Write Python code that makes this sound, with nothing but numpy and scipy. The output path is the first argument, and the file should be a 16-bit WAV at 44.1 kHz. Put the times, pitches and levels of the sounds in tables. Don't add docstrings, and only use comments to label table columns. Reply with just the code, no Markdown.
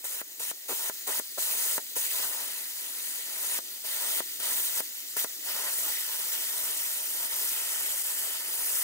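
import sys
import numpy as np
from scipy import signal
from scipy.fft import rfft, irfft, next_fast_len
from scipy.io import wavfile
from scipy.ndimage import uniform_filter1d, map_coordinates

SR = 44100
rng = np.random.default_rng(int(sys.argv[2]) if len(sys.argv) > 2 else 0)


def waveform_to_disk(signal):
    frames = np.transpose(np.atleast_2d(signal))
    scaled = np.clip(frames, -1, 1) * 32767
    samples = np.round(scaled).astype(np.int16)
    wavfile.write(sys.argv[1], SR, samples)


N = 389403


def amp(db):
    return 10 ** (np.asarray(db) / 20)


def unit(x):
    return x / np.sqrt(np.mean(x ** 2) + 1e-20)


def seconds():
    return np.arange(N) / SR


def along(points, hz):
    f, v = np.transpose(points)
    return np.interp(np.log(hz + 1), np.log(f + 1), v)


def filtered(x, response):
    m = next_fast_len(N + 8192)
    hz = np.fft.rfftfreq(m, 1 / SR)
    return irfft(rfft(x, m) * response(hz), m)[..., :N]


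def lifted(bands, hz):
    return amp(sum(db * np.exp(-.5 * ((hz - centre) / width) ** 2) for centre, width, db in bands))


def wobble(rate):
    knots = rng.standard_normal(int(N * rate / SR) + 4)
    return map_coordinates(knots, [np.arange(N) * rate / SR])


def turbulence(spectrum, patchy_db, gritty_db):
    z = signal.stft(rng.standard_normal(N), nperseg=512)[2]
    patches = uniform_filter1d(rng.standard_normal(z.shape), 7, 0)
    patches = unit(uniform_filter1d(patches, 12, 1))
    noise = signal.istft(z * amp(patchy_db * patches), nperseg=512)[1][:N]
    crackling = noise * amp(gritty_db * wobble(900))
    return unit(filtered(crackling, lambda hz: amp(along(spectrum, hz))))


def pulses(times, sizes, width_s):
    kicks = np.bincount(np.round(times * SR).astype(int), sizes, N)
    t = np.arange(-60, 61) / SR
    return np.convolve(kicks, np.exp(-.5 * (t / width_s) ** 2), "same")


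# start_s, level_db (peak at the torch),
# direction (-1 inward as the arc collapses, 1 outward)
POP_EVENTS = [(.0422, -29, 1), (.2156, -22, -1), (.5146, -22, -1), (.8981, -18, -1), (1.198, -17, -1),
              (1.7808, -13, -1), (1.9562, -34, 1), (1.9676, -23, 1), (2.2, -27, 1), (3.5893, -20, -1),
              (4.2051, -15, -1), (4.3998, -33, 1), (4.4069, -30, 1), (4.8053, -17, -1), (5.169, -20, 1),
              (5.2461, -16, -1)]
# start_s, catch_s (time to catch fully)
ARC_STRIKES = [(0.041, 0.0016), (0.393, 0.0036), (0.677, 0.014), (1.065, 0.01), (1.371, 0.02),
               (1.952, 0.012), (3.835, 0.023), (4.395, 0.0087), (5.163, 0.0045), (5.42, 0.063)]
# start_s, strength_db, lows_db (swing of the lower noises)
ARC_STRENGTH = [(.04, -36.5, -8.5), (.21, -39.5, 1.5), (.4, -37, -3), (.51, -37, -2), (.7, -36.5, 0),
                (.9, -35, 1.5), (1.4, -31, -1.5), (1.55, -32, 1), (1.72, -29.5, -5), (2.0, -32, -3.5),
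                (2.17, -32.5, 4.5), (2.24, -33, 7.5), (2.28, -35.5, 0), (2.35, -38, 2), (2.45, -40.5, 3),
                (2.75, -47, 1.5), (3.1, -40, -2.5), (3.25, -46.5, 3), (3.45, -35, -1), (3.59, -33, 2.5),
                (3.85, -39.5, 3.5), (3.97, -34.5, 2), (4.2, -30.5, 1.5), (4.5, -31, 0), (4.8, -28.5, -1.5),
                (5.19, -32.5, 2), (5.25, -33, -1), (5.5, -38, 8), (5.69, -35.5, 5.5), (5.73, -33, -5),
                (5.82, -33.5, -4.5), (5.88, -34, 2), (6.1, -38, 1.5), (6.7, -33, -0.5), (7.05, -37, -4),
                (7.17, -34, -1), (7.6, -34, 1), (8.15, -34, -1), (8.4, -40, 3), (8.76, -30, -2.5),
                (8.83, -31.5, -0.5)]
# centre_s, depth_db (negative is a lift), half_length_s
ARC_FALTERS = [(2.09, 6.5, 0.016), (4.176, 1.5, 0.013), (4.418, 11, 0.011), (4.71, 6.5, 0.038),
               (6.34, -2, 0.016), (7.287, 10, 0.01), (7.44, -1, 0.035), (8.03, 9, 0.0049)]
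# level_db (at middle strength), growth (dB per dB of strength),
# lows_share (share of lows_db), wander_db (own slow wander)
JET_NOISES = [(-34.5, 0.68, 0.12, 1), (-34.5, 0.73, 0, 0.08), (-42.5, 0.52, 0.62, 0), (-50, 0.9, 0.97, 2)]
# pitch_hz, relative_level_db
SPIT_COLOUR = [(150, -72), (400, -26.5), (9000, -37), (11000, -36), (12500, -2), (14000, -2), (15700, -3.5)]
SIZZLE_COLOUR = [(150, -58), (400, -19.5), (4500, -16), (6000, -5), (6500, -5.5), (8000, -6), (10000, 0.5),
                 (12000, -0.5), (14000, -41)]
BLAST_COLOUR = [(150, -63), (400, -21.5), (1200, -13), (1800, -2), (2500, -0.5), (3800, -2), (5500, -3),
                (7500, -72)]
ROAR_COLOUR = [(30, -58), (110, -34), (150, -2.5), (210, -3), (400, -2), (700, 1.5), (1100, 3.5),
               (1600, 0.5), (2400, -13.5), (4000, -53)]
MIDDLE_DB = -35
FLARE_DB, FLARE_S = 0.5, 0.036
SURGE_DB, SURGE_S = 1.5, 0.03


def burning():
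    t = seconds()
    breaks = [at for at, db, direction in POP_EVENTS if direction < 0]
    on = np.zeros(N)
    for (strike, catch), end in zip(ARC_STRIKES, breaks + [np.inf]):
        lit = (t >= strike) & (t < end)
        flare_db = FLARE_DB * np.exp(-np.abs(end - t) / FLARE_S)
        surge_db = SURGE_DB * np.exp(-np.abs(t - strike) / SURGE_S)
        on += lit * amp(flare_db + surge_db) * np.clip((t - strike) / catch, 0, 1)
    return on


def arc():
    t = seconds()
    s, strength_db, lows_db = np.transpose(ARC_STRENGTH)
    strength = np.interp(t, s, strength_db) - MIDDLE_DB
    lows = np.interp(t, s, lows_db)
    for at, depth_db, half in ARC_FALTERS:
        strength -= depth_db * np.exp(-.5 * ((t - at) / half) ** 2)
    levels_db = np.array([db + growth * strength + share * lows + wander_db * wobble(9)
                          for db, growth, share, wander_db in JET_NOISES])
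    gains = uniform_filter1d(burning() * amp(levels_db), size=40)
    sputter = 0.08 * wobble(18) + 0.55 * wobble(45)
    spit, sizzle, blast, roar = gains * amp(sputter)
    return (spit * turbulence(SPIT_COLOUR, patchy_db=.8, gritty_db=1.3)
            + sizzle * turbulence(SIZZLE_COLOUR, patchy_db=.8, gritty_db=1.4)
            + blast * turbulence(BLAST_COLOUR, patchy_db=1.8, gritty_db=1.2)
            + roar * turbulence(ROAR_COLOUR, patchy_db=1.2, gritty_db=2.5))


def pops():
    s, db, direction = np.transpose(POP_EVENTS)
    return pulses(s, direction * amp(db), width_s=.0001)


# start_s, length_s, rate_per_s (jumps),
# level_db (middle peak at the torch)
FLUTTER_TRAINS = [(0.042, 0.018, 680, -39.5), (0.395, 0.015, 440, -36.5), (0.686, 0.047, 460, -29.5),
                  (1.073, 0.036, 405, -30.5), (1.371, 0.017, 600, -28.5), (1.96, 0.014, 520, -30.5),
                  (3.837, 0.015, 570, -40.5), (5.159, 0.018, 500, -36)]
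SNAP_SHARE, SNAP_DB = .3, -4.5


def flutter():
    out = np.zeros(N)
    for start, length, rate, db in FLUTTER_TRAINS:
        gap_chance, size_chance = rng.standard_normal((2, 40))
        snaps = rng.random(40) < SNAP_SHARE
        times = np.cumsum(np.abs(1 + 0.21 * gap_chance)) / rate
        swell = np.clip(times / 0.0086, 0, 1)
        sizes = -swell * (times < length) * amp(db + 2.9 * size_chance)
        out += pulses(start + times, sizes, width_s=0.00017)
        out += pulses(start + times, snaps * amp(SNAP_DB) * sizes, width_s=0.00007)
    return out


# start_s, level_db (at the torch, before a slight wobble)
AIR_FLOW = [(0, -41), (.3, -42.5), (.6, -41.5), (1, -37.5), (1.3, -39), (1.87, -38.5), (3.7, -38),
            (4.3, -35.5), (5, -37), (5.33, -37), (8.83, -37.5)]
# pitch_hz, relative_level_db
HISS_COLOUR = [(100, -70), (400, -37), (1000, -9.5), (1500, -4), (2000, 1.5), (3000, 1.5), (4000, 4),
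               (5500, 6), (9000, 3), (10000, 7.5), (11500, 7.5), (13000, 6.5), (15700, 6.5)]


def air():
    level_db = np.interp(seconds(), *np.transpose(AIR_FLOW)) + .6 * wobble(20)
    return amp(level_db) * turbulence(HISS_COLOUR, patchy_db=.8, gritty_db=.8)


# pitch_hz, lag_us (microseconds)
RIGHT_LAG = [(700, 117), (1050, 108), (1400, 132), (2050, 120), (2750, 141), (4800, 144), (5900, 138),
             (6900, 127), (8300, 119), (9600, 134), (15000, 135)]


def two_sides(torch):
    def lag(hz):
        cycles = hz * along(RIGHT_LAG, hz) / 1e6
        return np.exp(-2j * np.pi * np.outer([0, 1], cycles))
    return filtered(torch, lag)


# pitch_hz, level_db (against the direct sound), t60_s (time to fade by 60 dB)
SCATTERED = [(100, -8, .08), (600, -6.5, .08), (1500, -4.5, .06), (3000, -3, .03), (6000, -.5, .015),
             (9000, -2.5, .015), (15000, -2.5, .015)]


def surroundings(x):
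    hz, t, z = signal.stft(x, SR, nperseg=128)
    table = np.array(SCATTERED)
    level_db = along(table[:, [0, 1]], hz)[:, None]
    t60 = along(table[:, [0, 2]], hz)[:, None]
    decay = amp(-60 * np.arange(40) * t[1] / np.abs(t60))
    decay = amp(level_db) * decay / np.linalg.norm(decay, axis=1, keepdims=True)
    power = np.abs(signal.fftconvolve(np.abs(z) ** 2, decay ** 2, axes=1)[:, :len(t)])
    power = uniform_filter1d(power, size=3, axis=1, origin=1)
    noise = signal.stft(rng.standard_normal((2, N)), SR, nperseg=128)[2]
    noise /= np.sqrt(np.mean(np.abs(noise) ** 2))
    wet = signal.istft(np.sqrt(power) * noise, SR, nperseg=128)[1][:, :N]
    return filtered(wet, lambda hz: hz ** 3 / (hz ** 3 + 170 ** 3))


# pitch_hz, width_hz, lift_db
TORCH_PLACES = [(0, .9, [(4000, 250, 3.5), (4700, 400, -2), (5850, 200, -3.5), (6900, 450, 2.5),
                (7900, 300, 1.5), (9200, 350, 4), (10800, 600, -3), (12700, 600, 2.5), (13900, 200, -3),
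                (15400, 350, 3)], [(3800, 400, 2.5), (4900, 600, -3), (7600, 300, 1.5), (8900, 250, 3),
                (10400, 700, -4), (12500, 500, 3.5), (15300, 400, 4.5)]), (1.4, 2.1, [(3900, 400, 4),
                (5850, 220, -4.5), (6600, 300, 4), (7900, 300, 4), (9700, 500, 3), (11300, 400, -4.5),
                (12500, 400, 2), (13450, 200, 5), (14100, 300, 2.5), (15350, 350, 5.5)], [(3800, 600, 3.5),
                (5700, 350, -3.5), (6500, 400, 2), (8000, 400, 5), (9900, 500, 2), (11200, 400, -4),
                (12500, 250, 2.5), (13400, 200, 4.5), (15250, 350, 6)]), (2.5, 3.4, [(4000, 300, 3.5),
                (5700, 350, -2), (6900, 450, 3.5), (7900, 300, 3), (9600, 400, 3.5), (12600, 450, 5),
                (14200, 500, -1.5), (15400, 350, 2.5)], [(4000, 600, 2.5), (5300, 600, -2.5),
                (8200, 500, 3), (9500, 300, 1.5), (12600, 400, 4.5), (15200, 400, 2.5)]),
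                (3.9, 4.8, [(3700, 500, 3.5), (5600, 250, -2.5), (8700, 250, 4.5), (10000, 300, 1.5),
                (10700, 300, -2), (11650, 200, -2.5), (12550, 300, 3.5), (14100, 250, 2.5),
                (15400, 300, 3.5)], [(3600, 450, 3.5), (5300, 450, -2), (8400, 400, 4.5),
                (10300, 700, -1.5), (12300, 400, 3), (14100, 400, 1), (15400, 300, 3.5)]),
                (5, 5.3, [(3800, 400, 2.5), (5500, 250, -1.5), (7100, 450, 3), (8900, 300, 1.5),
                (11100, 300, -2.5), (12900, 500, 3), (15300, 400, 3)], [(3800, 500, 2.5), (5200, 500, -1.5),
                (7900, 400, 3), (10500, 600, -1.5), (12500, 600, 2.5), (15000, 600, 2.5)]),
                (5.5, 5.7, [(3600, 400, 2), (7300, 400, 2.5), (8500, 300, 1.5), (10100, 200, 1),
                (11100, 150, 3), (12300, 250, 4), (13300, 200, 1), (14700, 300, -2), (15500, 200, 4)],
                [(3500, 400, 2.5), (8300, 400, 3), (10700, 200, 1), (12150, 250, 4.5), (14000, 300, 2),
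                (15400, 300, 2)]), (5.95, 6.4, [(3600, 400, 2), (7700, 500, 2.5), (9200, 200, -3),
                (10100, 200, 2), (11200, 300, -2), (11950, 200, 3.5), (13300, 150, 4), (14150, 150, 2),
                (14900, 200, 4), (15500, 150, 3)], [(3500, 400, 2.5), (8200, 350, 4), (9000, 200, -2),
                (10100, 200, 1.5), (11850, 250, 4.5), (13100, 250, 3), (14000, 200, 1.5),
                (14900, 400, 2.5)]), (6.8, 7.5, [(3600, 400, 2), (5700, 300, -1.5), (7300, 300, 2.5),
                (8600, 170, 3.5), (10150, 200, 2.5), (11200, 300, -2.5), (11900, 200, 3.5),
                (12700, 200, -1), (13350, 150, 5), (14150, 150, 3), (15100, 350, -.5)], [(3500, 400, 2.5),
                (8200, 450, 4), (9100, 200, -2), (10000, 250, 1.5), (11200, 250, -2), (11900, 300, 4),
                (13250, 200, 3), (14100, 250, 2), (15300, 400, .5)]), (7.8, 8.3, [(3000, 200, 1.5),
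                (5700, 300, -2.5), (7100, 400, 2), (8200, 350, 4.5), (9900, 250, 2.5), (10700, 300, -2),
                (11600, 300, 3.5), (12400, 200, -2.5), (13300, 200, 2.5), (14200, 250, 2.5),
                (15200, 300, -2)], [(3300, 300, 2), (5900, 300, -2), (8000, 400, 5.5), (8800, 250, -2),
                (9800, 250, 2.5), (10500, 200, -3), (11500, 400, 4), (13200, 200, 2), (14000, 300, 2),
                (15000, 300, -2)]), (8.55, 8.83, [(5700, 300, -2.5), (7900, 400, 2), (9100, 200, 4),
                (9800, 200, 1), (11300, 250, 3.5), (13600, 250, 4), (15500, 200, 2.5)], [(5700, 300, -2.5),
                (8000, 400, 3), (9500, 250, 2.5), (10900, 350, 3.5), (12200, 250, 2), (13800, 400, 2.5),
                (15400, 300, 2)])]
# pitch_hz, width_hz, lift_db
STEADY_BANDS = [
    [(234, 50, 4), (407, 33, 4.5), (580, 99, 3.5), (742, 33, -5.5), (855, 40, 2.5), (960, 50, 3),
     (1150, 110, -2.5), (1394, 27, 4.5), (1600, 42, -4), (1880, 100, 3.5), (2350, 99, -4), (2780, 44, 2.5),
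     (2700, 22, 0.5), (3000, 24, -6), (3070, 63, 6), (3220, 45, -6), (3840, 40, -7), (4000, 58, 2),
     (4170, 60, -7.5), (4180, 38, 1.5), (4300, 77, 2)],
    [(230, 50, 2), (405, 33, 3), (590, 140, 2), (806, 30, -6.5), (980, 80, 2), (1117, 35, -10.5),
     (1385, 16, 2.5), (1710, 40, 1.5), (1790, 25, -9.5), (1940, 80, 3), (2360, 150, -2), (3080, 40, 5.5),
     (3200, 40, 0.5), (3430, 80, 1), (3440, 33, -6), (4150, 54, 1), (4150, 50, -5.5), (4500, 78, 2),
     (4520, 59, 2)],
]
# delay_ms, left_db, right_db (against the sound before the echo)
FAINT_ECHO = (3.02, -34, -22)


def paths(pair):
    times = np.ravel([place[:2] for place in TORCH_PLACES])
    drifting = np.zeros((2, N))
    for share, (start, end, left, right) in zip(np.eye(len(TORCH_PLACES)), TORCH_PLACES):
        fade = np.interp(seconds(), times, np.repeat(share, 2))
        drifting += fade * filtered(pair, lambda hz: np.array([lifted(left, hz), lifted(right, hz)]))
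    delay_ms, *echo_db = FAINT_ECHO

    def steady(hz):
        echo = 1 + np.outer(amp(echo_db), np.exp(-2j * np.pi * hz * delay_ms / 1000))
        return echo * [lifted(side, hz) for side in STEADY_BANDS]
    return filtered(drifting, steady)


# pitch_hz, relative_level_db
RUMBLE_COLOUR = [(30, -45), (140, -14), (210, -0.5), (300, 4), (450, -2.5), (800, -8), (1500, -27),
                 (3000, -16)]
# start_s, change_db
RUMBLE_SWELL = [(0, -3.5), (2, -1), (3.6, 0), (8.83, -1)]


def yard():
    shared = turbulence(RUMBLE_COLOUR, patchy_db=2.5, gritty_db=4.0)
    own = np.array([turbulence(RUMBLE_COLOUR, patchy_db=3.0, gritty_db=2.5) for _ in "LR"])
    swell_db = np.interp(seconds(), *np.transpose(RUMBLE_SWELL))
    return amp(swell_db + [[-57.5], [-59.5]]) * (shared + 1.01 * own)


def capsule(hz):
    low_hz, damping = 270, 2.1
    deep_hz = 70
    bass_cut = -hz ** 2 / (low_hz ** 2 - hz ** 2 + 1j * damping * hz * low_hz)
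    deep_cut = 1j * hz / (deep_hz + 1j * hz)
    return bass_cut * deep_cut


# peak_s, level_db (before the random wobbles)
BREEZE_PUFFS = [(.55, -83), (.78, -85), (.95, -78), (1.25, -83), (1.45, -72.5), (2.2, -66.5), (2.55, -80),
                (3.2, -79), (3.45, -79), (3.9, -80), (4.4, -76), (4.55, -74), (5.5, -81), (5.85, -80),
                (6.28, -72), (6.75, -80), (6.95, -81), (7.25, -74), (7.45, -78), (8.05, -77), (8.6, -72)]
# pitch_hz, relative_level_db
BREEZE_COLOUR = [(25, -23.5), (50, -21), (100, -5), (150, 3), (200, -19), (500, -48)]
CALM_DB, PUFF_RISE_DB_PER_S, PUFF_FALL_DB_PER_S = -92, 150, 110


def breeze():
    t = seconds()
    puffs = [db - np.where(t < s, PUFF_RISE_DB_PER_S, PUFF_FALL_DB_PER_S) * np.abs(t - s)
             for s, db in BREEZE_PUFFS]
    level_db = np.maximum(np.max(puffs, axis=0), CALM_DB) + 3 * wobble(6.6)
    return np.array([amp(level_db + 4 * wobble(12)) * turbulence(BREEZE_COLOUR, patchy_db=3, gritty_db=3)
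                     for _ in "LR"])


def scene():
    torch = arc() + pops() + flutter() + air()
    arriving = paths(two_sides(torch) + surroundings(torch))
    near = amp([[-1.4], [-2.7]]) * arriving
    return filtered(near + yard(), capsule) + breeze()


def record(dry):
    top_hz = 15750
    return filtered(dry, lambda hz: hz < top_hz)


dry = scene()
out = record(dry)
waveform_to_disk(out)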